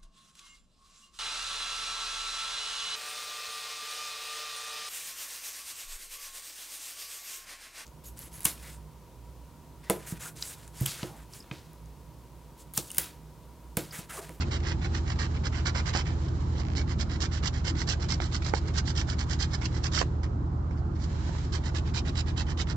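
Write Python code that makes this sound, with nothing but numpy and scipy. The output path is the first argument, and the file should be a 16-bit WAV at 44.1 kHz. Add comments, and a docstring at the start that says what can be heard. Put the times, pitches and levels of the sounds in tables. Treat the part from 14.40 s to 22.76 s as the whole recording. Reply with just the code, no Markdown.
"""Scraping a card in a parked car

A coin scrapes the coating off a hand-held card in quick strokes: filtered grit, with slips and snaps of the sheet.
Fingers rustle on the card; an eight-cylinder engine idles as locked tones under a dull noise wash, and a seat thuds.
The hand is nearer the right microphone; the left one hears it by two short paths and the small cabin."""
import sys
import numpy as np
from scipy import signal
from scipy.io import wavfile
from scipy.ndimage import uniform_filter1d

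SR = 44100
rng = np.random.default_rng(int(sys.argv[2]) if len(sys.argv) > 2 else 0)


def wrap_up_sound(samples):
    """Save the sound to the file named by the first command line argument, as 16-bit audio."""
    columns = np.atleast_2d(samples).T
    # keep every value between -1 and 1, then stretch to whole-number steps
    tamed = np.clip(columns, -1, 1)
    steps = np.round(tamed * 32767).astype(np.int16)
    wavfile.write(sys.argv[1], SR, steps)


N = 368676
HZ = np.fft.rfftfreq(2048, 1 / SR)

# Colour of the card's body: freq_hz, gain_db
CARD_BODY = [(300, -8.5), (600, -8), (1200, -2), (1600, 1.5), (2100, 0), (2500, 0), (3500, -6), (8000, -18)]
# Colour of the scrape around its centre: ratio_to_centre, gain_db
SCRAPE_COLOUR = [(.3, -31.5), (.55, 5.5), (.75, -1.5), (.92, 5.5), (1.1, 2.5), (1.3, -2), (1.8, -5)]
# Colour of the hand at the right microphone: freq_hz, gain_db
RIGHT_COLOUR = [(2200, 1), (2500, -3.5), (3100, 2.5), (3550, -1), (4000, 1.5), (4400, -1.5), (5100, 1.5),
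                (5900, 0), (6400, -2.5), (7100, -0.5)]
# Balance of engine and wash: freq_hz, left_minus_right_db
CABIN_LEAN = [(60, -2.5), (180, 0), (310, 2), (540, 0.5), (930, -5.5), (1600, -7.5), (2770, 1.5),
              (4780, -15.5)]


def gain_of(db):
    """Decibels to an amplitude factor."""
    return 10 ** (np.asarray(db) / 20)


def evened(x):
    """Scaled to rms 1."""
    return x / np.sqrt(np.mean(x ** 2) + 1e-20)


def read(points, hz):
    """Reads a table on a log-frequency axis."""
    f, value = np.transpose(points)
    return np.interp(np.log(hz + 1e-3), np.log(f + 1e-3), value)


def add(mix, s, sound):
    """Mixes a sound in at a time in seconds, cut at the end of the mix."""
    part = mix[..., round(s * SR):][..., :sound.shape[-1]]
    part += sound[..., :part.shape[-1]]


def causal(db):
    """Minimum-phase response of a dB curve given from zero to half the sample rate."""
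    log = np.log(gain_of(np.r_[db, db[-2:0:-1]]))
    spectrum = np.exp(log - 1j * signal.hilbert(log).imag)
    return np.fft.ifft(spectrum).real[:len(db)]


def grit(size, spread_db):
    """Dense clicks of uneven size, rms 1."""
    unevenness = np.minimum(rng.exponential(1, size), 6)
    return evened(rng.standard_normal(size) * gain_of(spread_db * unevenness))


def drift(size, span):
    """Slow random wander of rms 1, smoothed twice over a span of points."""
    smooth = uniform_filter1d(rng.standard_normal(size), int(span))
    return evened(uniform_filter1d(smooth, int(span)))


def wash():
    """Dull noise of engine bay and vents; the likeness of the two microphones varies with frequency."""
    # Spectral shape, before the overall level is set: freq_hz, density_db_per_hz
    wash_colour = [(28, -50), (34, -34), (47, -24.5), (62, -25.5), (95, -11.5), (150, -15.5), (190, -16),
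                   (240, -16.5), (300, -18.5), (338, -15.5), (365, -22), (476, -28.5), (900, -29),
                   (1250, -33), (2370, -54.5), (6870, -67), (8500, -63)]
    # Likeness of the two microphones: freq_hz, correlation (-1 to 1)
    likeness = [(60, 0.27), (250, 1), (400, 0.79), (600, -0.32), (1100, -0.22), (8000, 0.56)]
    level_db = -38.5  # rms over both sides
    frames = N // 512 + 5
    a, b, c, d, patches = rng.standard_normal((frames, 1025, 5)).T
    # the level wanders in patches of time and frequency
    patches = uniform_filter1d(uniform_filter1d(patches, 10, 0), 8, 1)
    patches = evened(patches)
    same = np.clip(read(likeness, HZ), -1, 1)[:, None]
    left = a + 1j * b
    right = same * left + np.sqrt(1 - same ** 2) * (c + 1j * d)
    half_lean_db = read(CABIN_LEAN, HZ)[:, None] / 2
    sides_db = np.array([half_lean_db, -half_lean_db])
    spectra = np.array([left, right])
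    spectra *= gain_of(read(wash_colour, HZ)[:, None] + 1.52 * patches + sides_db)
    noise = signal.istft(spectra, nperseg=2048, noverlap=1536)[1][:, :N]
    return gain_of(level_db) * evened(noise)


def engine():
    """Tones at multiples of the idle cycle, locked together; the uneven firings help set their phases."""
    # Idle speed: time_s, full_cycles_per_s
    idle = [(0, 4.998), (0.75, 4.998), (1.25, 4.955), (1.75, 4.991), (2.25, 4.967), (2.75, 4.944),
            (3.25, 4.953), (3.75, 4.972), (4.25, 4.963), (4.75, 4.928), (5.25, 4.937), (5.75, 4.933),
            (6.25, 5.006), (6.75, 5.001), (7.25, 4.93), (7.75, 4.97), (8.36, 4.97)]
    # Tones, before balance and waver: multiple_of_cycle, rms_db
    orders = [(8, -44.3), (11, -41.6), (12, -55.1), (13, -38.5), (14, -48.8), (15, -43.6), (16, -33.4),
              (17, -48.5), (19, -47.6), (21, -49.6), (23, -52.0), (24, -39.1), (27, -45.2), (30, -51.0),
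              (31, -53.9), (32, -43.5), (35, -53.0), (43, -54.6)]
    # Strength of the eight firings in order, strong and weak ones mixed: firing_db
    firings_db = [1.5, 5, 5, -1, 2, -4, -4, 3.5]
    t = np.arange(N) / SR
    knots = np.linspace(0, N / SR, 400)
    turns = np.cumsum(np.interp(t, *np.transpose(idle))) / SR + .332
    firing = np.fft.fft(gain_of(firings_db))
    out = np.zeros((2, N))
    for k, db in orders:
        # phase in radians: a narrow lag at order 16 and a square law keep the throb gentle
        lag = 1.5 * np.exp(-((k - 16) / .6) ** 2) - .046 * k ** 2
        waver = drift(400, span=5)  # no two cycles burn alike
        phase = np.angle(firing[round(k) % 8]) - lag + np.interp(t, knots, 0.19 * waver)
        tone = np.sqrt(2) * np.cos(2 * np.pi * k * turns + phase)
        tone *= np.interp(t, knots, gain_of(waver[::-1]))
        half_lean_db = read(CABIN_LEAN, k * idle[0][1]) / 2
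        out += gain_of([[db + half_lean_db], [db - half_lean_db]]) * tone
    return out


def thud():
    """A soft bump in the seat: a low push that rings briefly in the cabin, equal on both sides."""
    # The bump: start_s, level_db (before the soft onset), pitch_hz, t60_s
    bump = (2.738, -23, 68, .2)
    s, db, hz, t60 = bump
    t = np.arange(SR // 3) / SR
    onset = np.minimum(t / 0.045, 1) ** 2
    out = np.zeros(N)
    add(out, s, gain_of(db - 60 * t / t60) * np.sin(2 * np.pi * hz * t) * onset)
    return out


def slide():
    """An uneven rustle of skin on card, spread over the whole sheet so that the two sides differ."""
    # Fingers sliding, before waver and balance: time_s, level_db
    finger_level = [(0, -52.5), (1.8, -50.5), (2.0, -51), (2.4, -55.5), (5.62, -52), (5.8, -63),
                    (6.15, -68.5), (6.5, -66.5), (6.7, -50.5), (6.88, -45), (7.05, -47.5), (7.09, -55),
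                    (8.36, -59)]
    # Colour of skin on card: freq_hz, gain_db
    finger_tone = [(900, -20), (1500, -0.5), (2500, -8.5), (3500, -8.5), (7300, -9.5), (8500, -10)]
    # Colour of the cupped left hand: freq_hz, gain_db
    cupped_hand = [(1500, -11.5), (2500, 1.5), (3500, -2), (4050, 6), (4700, -0.5), (6000, -6.5),
                   (8000, -2)]
    level_db = np.interp(np.arange(N) / SR, *np.transpose(finger_level))
    level_db += 1.5 * drift(N, span=920)
    hiss = np.array([grit(N, spread_db=2.5), grit(N, spread_db=2.5)])
    tones = np.array([causal(read(finger_tone, HZ) + read(side, HZ)) for side in (cupped_hand, RIGHT_COLOUR)])
    rustle = evened(signal.oaconvolve(hiss, tones, axes=1)[:, :N])
    return gain_of(level_db) * rustle * gain_of([[-1], [1.5]])


def snap(db, hz, crackle):
    """The card buckles: low sheet modes build in about a cycle, climb and die in a few, with a crackle."""
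    # Modes of the bent card: multiple_of_ring, level_db
    modes = [(.6, -4), (1.0, 0), (1.6, -3), (2.6, -6)]
    build_cycles = 0.98
    stiffen = .12  # share by which the ring climbs as the sheet stiffens, per cycle up to two
    ring_cycles = 6.5  # the mode at the ring loses 60 dB in this many, higher modes sooner
    crackle_t60_s = .01
    t = np.arange(2000) / SR
    turns = hz * t * (1 + stiffen * np.minimum(hz * t, 2))
    ring = np.zeros(len(t))
    for times, mode_db in modes:
        decay_db = 60 * np.sqrt(times) * turns / ring_cycles
        ring += gain_of(mode_db - decay_db) * np.sin(2 * np.pi * times * turns)
    ring *= np.minimum(hz * t / build_cycles, 1)
    burst = gain_of(-60 * t / crackle_t60_s) * grit(len(t), spread_db=5)
    return gain_of(db) * (crackle * burst / abs(burst).max() - (1 - crackle) * ring / abs(ring).max())


def stroke(start, length, db, peak):
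    """Coin grit drives card and scrape, brighter with speed; the edge bites fast, pressure swells and lifts."""
    # The hold, for a stroke of usual strength: time_s, body_minus_scrape_db, scrape_centre_hz
    hold = [(0, 3, 4280), (1, 3.5, 4520), (1.6, 5.5, 4280), (1.9, -4, 4630), (2.5, 1, 4610), (4, 0, 4520),
            (4.5, -1, 4700), (5.4, -1, 4780), (5.6, 4, 4700), (6.5, -6.5, 5140), (7.1, 0, 4630),
            (7.45, -0.5, 4040), (8.36, 1.5, 4300)]
    usual_db = -40
    sweep = 0.23  # the slow scrape is centred lower by this share
    times, bodies_db, centres_hz = np.transpose(hold)
    # a harder stroke is thinner and brighter
    body_db = np.interp(start, times, bodies_db) - 0.45 * (db - usual_db)
    centre_hz = np.interp(start, times, centres_hz) + 20.5 * (db - usual_db)

    u = np.linspace(0, 1, round(length * SR * 1.098))  # the stroke lasts a little over its nominal length
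    size = len(u)
    skew = np.log(.5) / np.log(np.clip(peak, .15, .85))
    swell = np.sin(np.pi * u ** skew) ** 1.82
    contact = np.clip(u * length / 0.0068, 0, 1) * np.clip((1 - u) * length / 0.019, 0, 1)
    # flakes of coating breaking away
    flakes = grit(size, spread_db=3.5) * contact * gain_of(1.2 * drift(size, span=110))
    fast = evened(flakes * (0.036 + swell) * gain_of(3 * drift(size, span=250)))
    slow = evened(flakes * (.5 - 0.13 * swell) * gain_of(1.8 * drift(size, span=150)))
    bend = evened(flakes * (0.69 + swell) * gain_of(2 * drift(size, span=250)))

    grip_db = 1.5 * drift(len(HZ), span=7)  # each grip damps other modes of the card
    parts = [(fast, read(SCRAPE_COLOUR, HZ / centre_hz), 0),
             (slow, read(SCRAPE_COLOUR, HZ / centre_hz / (1 - sweep)), -12),
             (bend, read(CARD_BODY, HZ), body_db)]
    sound = 0
    for drive, tone_db, part_db in parts:
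        response = causal(tone_db + grip_db)
        response /= np.linalg.norm(response)
        sound = sound + gain_of(db + part_db) * signal.fftconvolve(drive, response)
    return sound


def slips():
    """The coin edge sticks and slips at even gaps before a stroke: (start_s, tick) pairs that ring the card."""
    start_s, gap_s, count = 2.218, .0168, 9
    first_db, last_db, spread_db = -24.5, -21, 1.5  # before the cabin
    tick = causal(np.maximum(read(CARD_BODY, HZ), read(SCRAPE_COLOUR, HZ / 4700) - 9))
    tick /= abs(tick).max()
    levels_db = first_db + (last_db - first_db) * np.linspace(0, 1, count) ** 4
    levels_db += spread_db * rng.standard_normal(count)
    return [(start_s + k * gap_s, -gain_of(db) * tick) for k, db in enumerate(levels_db)]


def cabin(x, side_db, colours):
    """Right hears the hand directly, left by two paths; both get a short tail, drawn anew for each sound."""
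    # Paths to the left microphone, before tilt and balance: delay_s, level_db
    left_paths = [(.0002, -8), (.00113, -13.5)]
    t = np.arange(4000) / SR
    tail = rng.standard_normal((2, len(t))) * gain_of(-60 * t / 0.063) * (t > .0015)
    paths = tail / np.linalg.norm(tail[0]) * gain_of([[-3], [-11]])
    paths[1, 0] += 1  # direct sound on the right
    for (s, db), chance in zip(left_paths, rng.standard_normal(len(left_paths))):
        paths[0, round(s * SR)] += gain_of(db + 5 * chance)  # the card's tilt favours one path or the other
    paths[0] *= gain_of(side_db) / np.linalg.norm(paths[0])
    paths = signal.fftconvolve(paths, colours, axes=1)[:, :len(t)]
    return signal.fftconvolve(x[None], paths, axes=1)


def hand():
    """Strokes, slips and snaps, each heard from where the hand then is."""
    # Coin strokes: start_s, nominal_length_s, scrape_db (before the cabin), peak_place (0-1)
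    strokes = [(.004, 0.042, -40, 0), (.108, 0.076, -39.5, 0.36), (.2, 0.015, -56, 0.4),
               (0.228, .11, -40.5, 0.53), (.407, 0.073, -46, 0.52), (0.529, 0.073, -41.5, 0.45),
               (0.653, 0.09, -44, 0.58), (0.756, 0.01, -58, .5), (0.784, 0.091, -38, 0.28),
               (0.935, 0.056, -56, .4), (1.035, 0.053, -38, 0.56), (1.116, 0.11, -47, 0.37),
               (1.251, 0.062, -32.5, 0.36), (1.345, 0.075, -37, 0.34), (1.455, 0.065, -38, 0.34),
               (1.528, .098, -34.5, 0.35), (1.649, 0.087, -51, 0.33), (1.88, 0.015, -46.5, 0.6),
               (2.15, 0.076, -45.5, 0.67), (2.352, 0.078, -36.5, 0.35), (2.472, 0.078, -44, 0.54),
               (2.585, 0.056, -34.5, 0.47), (2.69, 0.088, -44.5, 0.45), (2.799, 0.076, -32.5, .45),
               (2.911, 0.091, -40.5, 0.38), (3.024, .073, -31.5, 0.54), (3.127, 0.091, -46, 0.35),
               (3.242, 0.076, -32.5, 0.46), (3.347, 0.096, -37, 0.62), (3.469, 0.082, -29.5, 0.32),
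               (3.595, 0.074, -42.5, 0.42), (3.683, .076, -31.5, 0.44), (3.8, 0.086, -40, 0.34),
               (3.915, .069, -35, .55), (4.015, 0.093, -38, 0.64), (4.136, 0.065, -37, 0.4),
               (4.251, 0.064, -47.5, 0.48), (4.336, 0.075, -31.5, 0.67), (4.452, 0.075, -36.5, 0.52),
               (4.551, 0.084, -32.5, 0.37), (4.668, 0.084, -38, 0.41), (4.782, .066, -36, 0.44),
               (4.885, 0.073, -35, 0.59), (4.987, 0.079, -32, 0.37), (5.108, 0.058, -36, 0.73),
               (5.209, 0.059, -34.5, 0.89), (5.317, 0.079, -45.5, 0.6), (5.431, 0.058, -33, 0.39),
               (5.516, 0.11, -28.5, 0.56), (5.829, .044, -49, 0), (6.308, .047, -68, .5),
               (6.364, 0.044, -63, 0.4), (6.548, 0.041, -59, 0.5), (6.586, 0.085, -47, .5),
               (6.982, 0.014, -45.5, 0.4), (7.119, 0.072, -36.5, 0.36), (7.23, 0.078, -42.5, 0.5),
               (7.341, .062, -38, 0.49), (7.448, .063, -51, 0.46), (7.537, 0.072, -33, 0.46),
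               (7.65, .062, -41.5, .55), (7.749, 0.074, -35, 0.57), (7.856, 0.071, -46.5, 0.51),
               (7.961, 0.075, -35, 0.52), (8.064, 0.072, -44, 0.64), (8.171, 0.068, -34.5, 0.52),
               (8.268, 0.07, -41, 0.57)]
    # Snaps of the card: start_s, level_db (before the cabin), ring_hz (at onset), crackle_share (0-1)
    snaps = [(1.3592, -18, 900, 0.36), (1.55, -19, 610, 0.1), (1.5622, -9, 1100, 0.6),
             (1.569, -20, 800, .3), (3.8018, -17, 1100, 0.1), (4.1372, -7.5, 666, 0.24),
             (5.611, -15.5, 930, 0.5), (5.615, -9.5, 810, 0.27), (5.6267, -10.5, 800, 0.68),
             (6.31, -27.5, 694, 0.44), (6.8924, -27.5, 500, 0.1), (6.9505, -28.5, 790, .2),
             (6.966, -30, 1190, 0.6)]
    # The hand drifts to the right: time_s, left_minus_right_db (before colours and the right tail)
    hand_side = [(0, -10), (1.2, -12), (2.3, -13.5), (5.6, -13), (8.36, -13.5)]
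    # Colour of the hand at the left microphone: freq_hz, gain_db
    left_colour = [(300, -16.5), (600, 8.5), (1100, 3), (1550, -9), (2300, 11.5), (3300, 6), (4300, 2.5),
                   (5500, 2), (8000, 2)]
    events = [(max(s - .002, 0), stroke(s, *rest)) for s, *rest in strokes]  # begun 2 ms early
    events += slips()
    events += [(s, snap(*rest)) for s, *rest in snaps]
    colours = np.array([causal(read(side, HZ)) for side in (left_colour, RIGHT_COLOUR)])
    out = np.zeros((2, N))
    for s, sound in events:
        side_db = np.interp(s, *np.transpose(hand_side))
        add(out, s, cabin(sound, side_db, colours))
    return out


def scene():
    """Everything in the cabin, left and right."""
    return hand() + slide() + engine() + wash() + thud()


def record(dry):
    """The microphones lose the top; then a steep low-pass limits the band."""
    # Treble loss of the microphones: freq_hz, gain_db
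    mic_top = [(7000, 0), (7500, -3), (8000, -12.5), (8600, -22)]
    edge_hz = 8780
    dull = signal.oaconvolve(dry, causal(read(mic_top, HZ))[None], axes=1)[:, :N]
    low_pass = signal.firwin(511, edge_hz, window=("kaiser", 9), fs=SR)
    return signal.oaconvolve(dull, low_pass[None], "same")


dry = scene()
out = record(dry)
wrap_up_sound(out)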